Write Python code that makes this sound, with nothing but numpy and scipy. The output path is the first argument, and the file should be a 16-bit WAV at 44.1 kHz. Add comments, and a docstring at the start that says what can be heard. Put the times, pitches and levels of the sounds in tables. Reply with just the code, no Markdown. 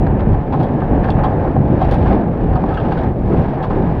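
"""Sled ride on mountain rails

A sled rolls down a curved pair of steel rails, heard from the rider's seat. The wheels drum on the
rail's roughness and ring the chassis. Now and then a wheel knocks over a bump and loose metal clanks
and clinks. A net and walkway hiss past, and gusts of wind buffet and thump the microphone."""
import sys
import numpy as np
from scipy import signal
from scipy.fft import rfft, irfft
from scipy.io import wavfile
from scipy.ndimage import uniform_filter1d, minimum_filter1d

SR = 44100
rng = np.random.default_rng(int(sys.argv[2]) if len(sys.argv) > 2 else 0)


def dump_mix(stems):
    """Bounce the given channels to the path in sys.argv[1] as a 16-bit WAV at rate SR."""
    frames = np.atleast_2d(stems).T  # one column per channel
    limited = np.clip(frames, -1, 1)  # hard clip at full scale
    pcm = np.round(limited * 32767).astype(np.int16)
    wavfile.write(sys.argv[1], SR, pcm)


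N = 4 * SR

# rolling faders (time [s], relative chassis level [dB], relative wheel hiss level [dB])
ROLL_FADERS = [(0, -26, -61), (.47, -29, -57), (.57, -28.5, -51.5), (.68, -26.5, -52.5),
               (1.2, -23.5, -53.5), (1.33, -25, -53.5), (1.68, -26, -53), (1.85, -22, -45.5),
               (2.12, -23.5, -46.5), (2.27, -27.5, -55), (2.55, -26, -53), (2.99, -24, -46),
               (3.06, -23.5, -51.5), (3.12, -31, -56.5), (3.21, -31, -56.5), (3.41, -23.5, -46.5),
               (3.53, -25.5, -51.5), (4, -25, -51)]
# EQ of the midrange roar and of the wheel hiss (frequency [Hz], relative level [dB])
ROAR_EQ = [(300, -20), (500, 0), (650, 0), (760, 1.5), (880, -0.5), (1000, -8), (1350, -16), (1680, -14),
           (2050, -23), (3000, -35), (5000, -68.5)]
HISS_EQ = [(1200, -13), (2200, 7.5), (2900, 0), (3500, -2), (4300, -8), (5200, -13), (6300, -23),
           (7800, -42), (9700, -35), (11000, -32.5), (15000, -39)]
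# chassis resonances (frequency [Hz], relative level [dB], t60 [s])
CHASSIS_MODES = [(535, -6.5, 0.06), (750, 1.5, 0.055), (859, 1, 0.03), (1039, -4, 0.041),
                 (1260, -6.5, 0.025), (1585, -12, 0.034), (1763, -12, 0.028)]
def rolling():
    """Rough rail makes the chassis roar and ring and the wheels hiss; they press harder once a turn."""
    wheel_hz, force_swing = 42.75, .11
    turns = np.cumsum(wheel_hz * (1 + .025 * wander(2.3))) / SR
    force = (1 + force_swing * np.sin(2 * np.pi * turns)) * undb(1.3 * wander(24.99))
    roar = through(force * flutter(rate_hz=200, depth_db=-.54), eq(ROAR_EQ))
    ring = through(force * flutter(rate_hz=120, depth_db=3), resonator(CHASSIS_MODES))
    hiss = through(np.sqrt(force) * flutter(rate_hz=260, depth_db=2.2), eq(HISS_EQ))
    chassis = undb(-1.16) * roar + undb(-8.5) * ring
    return fader(ROLL_FADERS) * chassis + undb(-.3) * fader(ROLL_FADERS, column=2) * hiss


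# rumble fader (time [s], relative level [dB])
RUMBLE_FADER = [(0, -15), (.2, -17.5), (.36, -19), (.47, -21.5), (.52, -16.5), (.8, -16.5), (.87, -20),
                (1.25, -15.5), (1.45, -17), (1.8, -16.5), (2.17, -14), (2.29, -18), (2.68, -19),
                (2.77, -21), (2.85, -18), (3.0, -17), (3.19, -20), (3.36, -17), (3.5, -19.5), (3.66, -19.5),
                (3.8, -15), (4, -19.5)]
# bass-heavy rumble EQ (frequency [Hz], relative level [dB])
RUMBLE_EQ = [(50, -14.5), (95, -5), (125, 0), (155, -0.5), (235, -5), (300, -6), (390, -9), (520, -12.5),
             (700, -15.5), (1100, -32), (2500, -57.5)]
def track_rumble():
    """Rail roughness shakes the sled, laying a low bed under the ride."""
    return undb(.5) * fader(RUMBLE_FADER) * through(flutter(rate_hz=36, depth_db=.55), eq(RUMBLE_EQ))


# knock cues (time [s], thud [dB], crack [dB], chatter decay [s], ring centre [Hz])
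KNOCK_CUES = [(.064, -26.5, -36, 0.0046, 1530), (.194, -33, -37.5, 0.013, 1540),
              (.343, -18, -43, 0.0058, 760), (.521, -18, -37, 0.02, 890), (.594, -20.5, -37.5, 0.024, 880),
              (.812, -25, -47, .014, 1190), (1.034, -23, -35.5, 0.014, 1450),
              (1.083, -18, -40, 0.0072, 1240), (1.191, -26, -45, .004, 1200),
              (1.231, -12.5, -36, .015, 945), (1.447, -17.5, -47, .003, 760),
              (1.560, -14.5, -46, .0025, 556), (1.812, -10.5, -37, 0.008, 736),
              (1.920, -20, -35, 0.022, 910), (2.057, -25, -35, .01, 1610), (2.098, -18, -42, .02, 756),
              (2.552, -17.5, -39.5, 0.0094, 910), (2.637, -18.5, -37.5, 0.0025, 720),
              (2.913, -17.5, -41, 0.0072, 820), (3.634, -23, -36, 0.011, 1150),
              (3.700, -22.5, -36, 0.014, 1300)]
# EQ of the wheel's crack (frequency [Hz], relative level [dB])
CRACK_EQ = [(600, -10), (1300, 13.5), (2200, 7), (3500, -1.5), (5000, -13), (6500, -25.5), (7800, -36.5),
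            (9700, -36.5), (15000, -49)]
def wheel_knocks():
    """A wheel hits a bump: a crack on top, the chassis thudding underneath."""
    return hits(KNOCK_CUES, CHASSIS_MODES, CRACK_EQ, attack=.42)


# clank cues (time [s], ring [dB], tick [dB], chatter decay [s], ring centre [Hz])
CLANK_CUES = [(2.722, -29.5, -58, 0.0066, 1400), (2.771, -23.5, -65, 0.0055, 2000),
              (2.846, -31.5, -62, .005, 1710), (2.916, -29, -64, 0.0062, 1510),
              (2.969, -32, -60, 0.0064, 1200)]
# bracket resonances (frequency [Hz], relative level [dB], t60 [s])
BRACKET_MODES = [(1266, 0.5, 0.061), (1563, 3, 0.058), (2770, -9, 0.05), (2870, -10.5, 0.064),
                 (3200, -13, 0.044), (4440, -19, .035)]
# EQ of a metal tick, for bracket and fittings (frequency [Hz], relative level [dB])
TICK_EQ = [(2000, -11.5), (3500, 10), (4800, -2), (6300, -8.5), (7800, -20), (9700, -8.5), (10800, -22.5),
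           (11800, -15.5), (15000, -28)]
def bracket_clanks():
    """A loose metal bracket rattles in one quick run of ringing clanks."""
    return hits(CLANK_CUES, BRACKET_MODES, TICK_EQ, attack=.22)


# clink cues (time [s], ring [dB], tick [dB], chatter decay [s], ring centre [Hz])
CLINK_CUES = [(.33, -54, -56, 0.0034, 4600), (.524, -56, -53, .024, 3580), (.595, -52, -56, .02, 4800),
              (.629, -45, -48.5, .01, 3900), (1.037, -51, -52.5, 0.029, 4620),
              (1.101, -34.5, -43.5, .0035, 4260), (1.117, -43, -63, 0.0033, 3300),
              (1.234, -40, -50, .015, 3140), (1.815, -48, -50.5, 0.014, 3700),
              (1.909, -44, -40, .012, 2700), (1.921, -44, -46, 0.0041, 3520),
              (1.939, -52, -43, 0.0077, 3500), (2.554, -50, -58, .009, 4500), (2.686, -50, -57, .01, 5000),
              (2.738, -44.5, -50, .011, 3400), (2.797, -43, -61, .008, 3400),
              (2.917, -44, -63, 0.012, 4330), (2.975, -46, -59, 0.015, 4300), (3.033, -55, -49, .006, 5000),
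              (3.626, -44, -50, .006, 3600), (3.643, -55, -50, 0.0082, 5260)]
# resonances of the fittings (frequency [Hz], relative level [dB], t60 [s])
FITTING_MODES = [(2520, -0.5, 0.034), (2750, 0.5, 0.036), (3040, -0.5, 0.027), (3290, 2.5, 0.026),
                 (3470, -6.5, .06), (3800, -2.5, 0.024), (4300, -8, 0.02), (4550, -4.5, .02),
                 (5180, -19, .035), (9730, -24, .025)]
def fitting_clinks():
    """Loose fittings chatter, each with a tick and a short, bright ring."""
    return hits(CLINK_CUES, FITTING_MODES, TICK_EQ, attack=.22)


# gust fader (time [s], relative level [dB])
GUST_FADER = [(0, -13), (.14, -16.5), (.24, -18.5), (.33, -14.5), (.43, -21.5), (.75, -27), (.95, -16),
              (1.03, -19.5), (1.17, -15), (1.24, -20), (1.45, -22.5), (1.95, -15.5), (2.12, -16.5),
              (2.26, -29), (2.45, -16), (2.52, -17.5), (2.61, -24.5), (2.71, -17), (2.85, -24.5),
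              (3.08, -17.5), (3.15, -25.5), (3.28, -15.5), (3.45, -18.5), (3.54, -29), (3.73, -19.5),
              (4, -21)]
# boomy wind EQ (frequency [Hz], relative level [dB])
WIND_EQ = [(12, -18.5), (25, -2), (42, -1), (80, -2), (120, -7.5), (200, -19.5), (400, -21.5), (900, -44.5),
           (2500, -50)]
def wind_buffet():
    """Gusts buffet the microphone with surges of deep noise."""
    return undb(.18) * fader(GUST_FADER) * through(rng.standard_normal(N), eq(WIND_EQ))


# thump cues (peak time [s], level [dB], half-length [s], centre [Hz])
THUMP_CUES = [(0.105, -13, .02, 70), (0.293, -12.5, 0.028, 138), (0.33, -11.5, 0.023, 54.7),
              (0.925, -13.5, 0.027, 223), (0.972, -16, 0.02, 264), (1.11, -16.5, 0.014, 130),
              (1.158, -11, 0.017, 79.5), (1.479, -13, 0.01, 303), (1.6, -11, .045, 150),
              (1.73, -11, .035, 140), (1.92, -16, 0.038, 55), (2.158, -15.5, .038, 270),
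              (2.519, -12, 0.02, 55), (2.55, -11.5, 0.014, 128), (2.645, -14.5, 0.023, 171),
              (3.061, -15, 0.034, 131), (3.335, -14.5, .035, 300), (3.401, -12, .032, 125)]
# thump EQ (frequency [multiple of the centre], relative level [dB])
THUMP_EQ = [(.3, -15.5), (.7, -4), (1, -0.5), (1.45, -5.5), (2.4, -13.5), (3.6, -21.5), (5.5, -32),
            (9, -47)]
def wind_thumps():
    """Single eddies hit the microphone, each a short swell of low noise around its own pitch."""
    t, out = np.arange(N) / SR, np.zeros(N)
    for peak_s, db, half_length, centre_hz in THUMP_CUES:
        swell = np.exp(-((t - peak_s) / half_length) ** 2)
        tone = eq([(centre_hz * ratio, band_db) for ratio, band_db in THUMP_EQ])
        thump = swell * through(rng.standard_normal(N), tone)
        out += undb(db) * thump * np.sqrt(np.sum(swell ** 2) / np.sum(thump ** 2))
    return out


# bright pass-by EQ (frequency [Hz], relative level [dB])
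PASS_EQ = [(2500, 4.5), (4500, 9), (6200, 0.5), (7500, -3.5), (9500, -1), (12500, -2), (14500, -10)]
def walkway_pass():
    """A faint hiss swells and fades as the sled passes the net and walkway."""
    peak_s, rise_s, fall_s = 3.29, .05, .19
    t = np.arange(N) / SR - peak_s
    swell = np.exp(-(t / np.where(t < 0, rise_s, fall_s)) ** 2)
    return undb(-65.5) * swell * through(flutter(rate_hz=250, depth_db=1.5), eq(PASS_EQ))


# air fader (time [s], level [dB])
AIR_FADER = [(0, -82), (.5, -76.5), (.9, -74), (1.5, -74), (1.75, -76.5), (2.05, -71.5), (2.3, -77.5),
             (2.6, -78.5), (3.15, -73), (3.55, -75.5), (3.8, -76), (4, -71)]
# airy top-end EQ (frequency [Hz], relative level [dB])
AIR_EQ = [(3000, -3.5), (6500, -3.5), (7800, -3), (9700, 0.5), (10800, -6), (14000, -5), (16000, -12.5)]
def air_rush():
    """Air streams past as a thin, fluttering rush far back in the mix."""
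    return fader(AIR_FADER) * through(flutter(rate_hz=300, depth_db=1), eq(AIR_EQ))


def hits(cues, body_modes, contact_eq, attack):
    """Each hit layers a contact noise with a body's ring; modes far from its centre ring less."""
    detune_spread, focus_db_per_octave = .014, 10.5
    out, contact = np.zeros(2 * N), eq(contact_eq)
    for start_s, ring_db, contact_db, decay_s, centre_hz in cues:
        detune = 1 + detune_spread * rng.standard_normal()
        ring = resonator([(hz * detune, db - focus_db_per_octave * abs(np.log2(hz / centre_hz)), t60)
                          for hz, db, t60 in body_modes])
        start = int(start_s * SR)
        for impulse, db in ((ring, ring_db), (contact, contact_db)):
            layer = chatter(impulse, decay_s, attack)
            out[start:start + len(layer)] += undb(db) * layer
    return out[:N]


def chatter(impulse, decay_s, attack):
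    """A burst of tiny contacts drives an impulse response; attack is a share of the decay time."""
    contacts_per_s = 1800
    t = np.arange(SR // 5) / SR
    envelope = np.exp(-t / decay_s) * (1 - np.exp(-t / (attack * decay_s)))
    contacts = (rng.random(len(t)) < contacts_per_s / SR) * rng.standard_normal(len(t)) * envelope
    contacts[0] = .055  # the first touch
    burst = signal.fftconvolve(contacts, impulse)
    power = uniform_filter1d(burst ** 2, size=220, mode="constant")
    return burst / np.sqrt(power.max())  # the loudest 5 ms have rms 1


def resonator(modes):
    """Unit-energy impulse response of decaying sine modes, alternating in polarity."""
    t = np.arange(SR // 4) / SR
    impulse = sum((-1) ** k * undb(db) * np.sin(2 * np.pi * hz * t) * np.exp(-np.log(1000) * t / t60)
                  for k, (hz, db, t60) in enumerate(modes))
    return impulse / np.sqrt(np.sum(impulse ** 2))


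def eq(points):
    """Unit-energy impulse response of an EQ curve, falling 12 dB/octave below it and 24 above."""
    size = 16384
    hz, db = np.array(points).T
    bins_hz = np.maximum(np.fft.rfftfreq(size, 1 / SR), 1)
    skirt_db = 24 * np.maximum(np.log2(bins_hz / hz[-1]), 0)
    skirt_db += 12 * np.maximum(np.log2(hz[0] / bins_hz), 0)
    gain = undb(np.interp(np.log(bins_hz), np.log(hz), db) - skirt_db)
    cepstrum = irfft(np.log(gain))
    cepstrum[1:size // 2] *= 2  # fold to minimum phase for a tight attack
    cepstrum[size // 2 + 1:] = 0
    impulse = irfft(np.exp(rfft(cepstrum)))
    return impulse / np.sqrt(np.sum(impulse ** 2))


def through(noise, impulse):
    """Steady noise coloured by an impulse response, at rms 1."""
    return unit_rms(irfft(rfft(noise) * rfft(impulse, N), N))


def flutter(rate_hz, depth_db):
    """White noise with a randomly fluttering level."""
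    return rng.standard_normal(N) * undb(depth_db * wander(rate_hz))


def wander(rate_hz):
    """Smooth random modulation at rms 1."""
    hold = int(SR / rate_hz)
    steps = np.repeat(rng.standard_normal(N // hold + 1), hold)
    return unit_rms(uniform_filter1d(uniform_filter1d(steps, hold), hold)[:N])


def fader(table, column=1):
    """Gain over time from a dB column."""
    rows = np.array(table)
    return undb(np.interp(np.arange(N) / SR, rows[:, 0], rows[:, column]))


def undb(db):
    """Decibels to gain."""
    return 10 ** (np.asarray(db) / 20)


def unit_rms(x):
    """Scale to rms 1."""
    return x / np.sqrt(np.mean(x ** 2))


def scene():
    """Mono mix of the ride, its impacts, the wind and the pass-by."""
    impacts = wheel_knocks() + bracket_clanks() + fitting_clinks()
    wind = wind_buffet() + air_rush() + wind_thumps()
    ride = rolling() + track_rumble()
    return (ride + impacts + wind + walkway_pass())[None]


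def record(dry):
    """A limiter holds down the biggest peaks, then a steep low-pass trims the top."""
    ceiling, window, cutoff_hz = .82, SR // 100, 15100
    gain = np.minimum(1, ceiling / (np.abs(dry) + 1e-9))
    gain = uniform_filter1d(minimum_filter1d(gain, window), window)
    lowpass = signal.ellip(8, .2, 80, cutoff_hz, fs=SR, output="sos")
    return signal.sosfilt(lowpass, dry * gain)


dry = scene()
out = record(dry)
dump_mix(out)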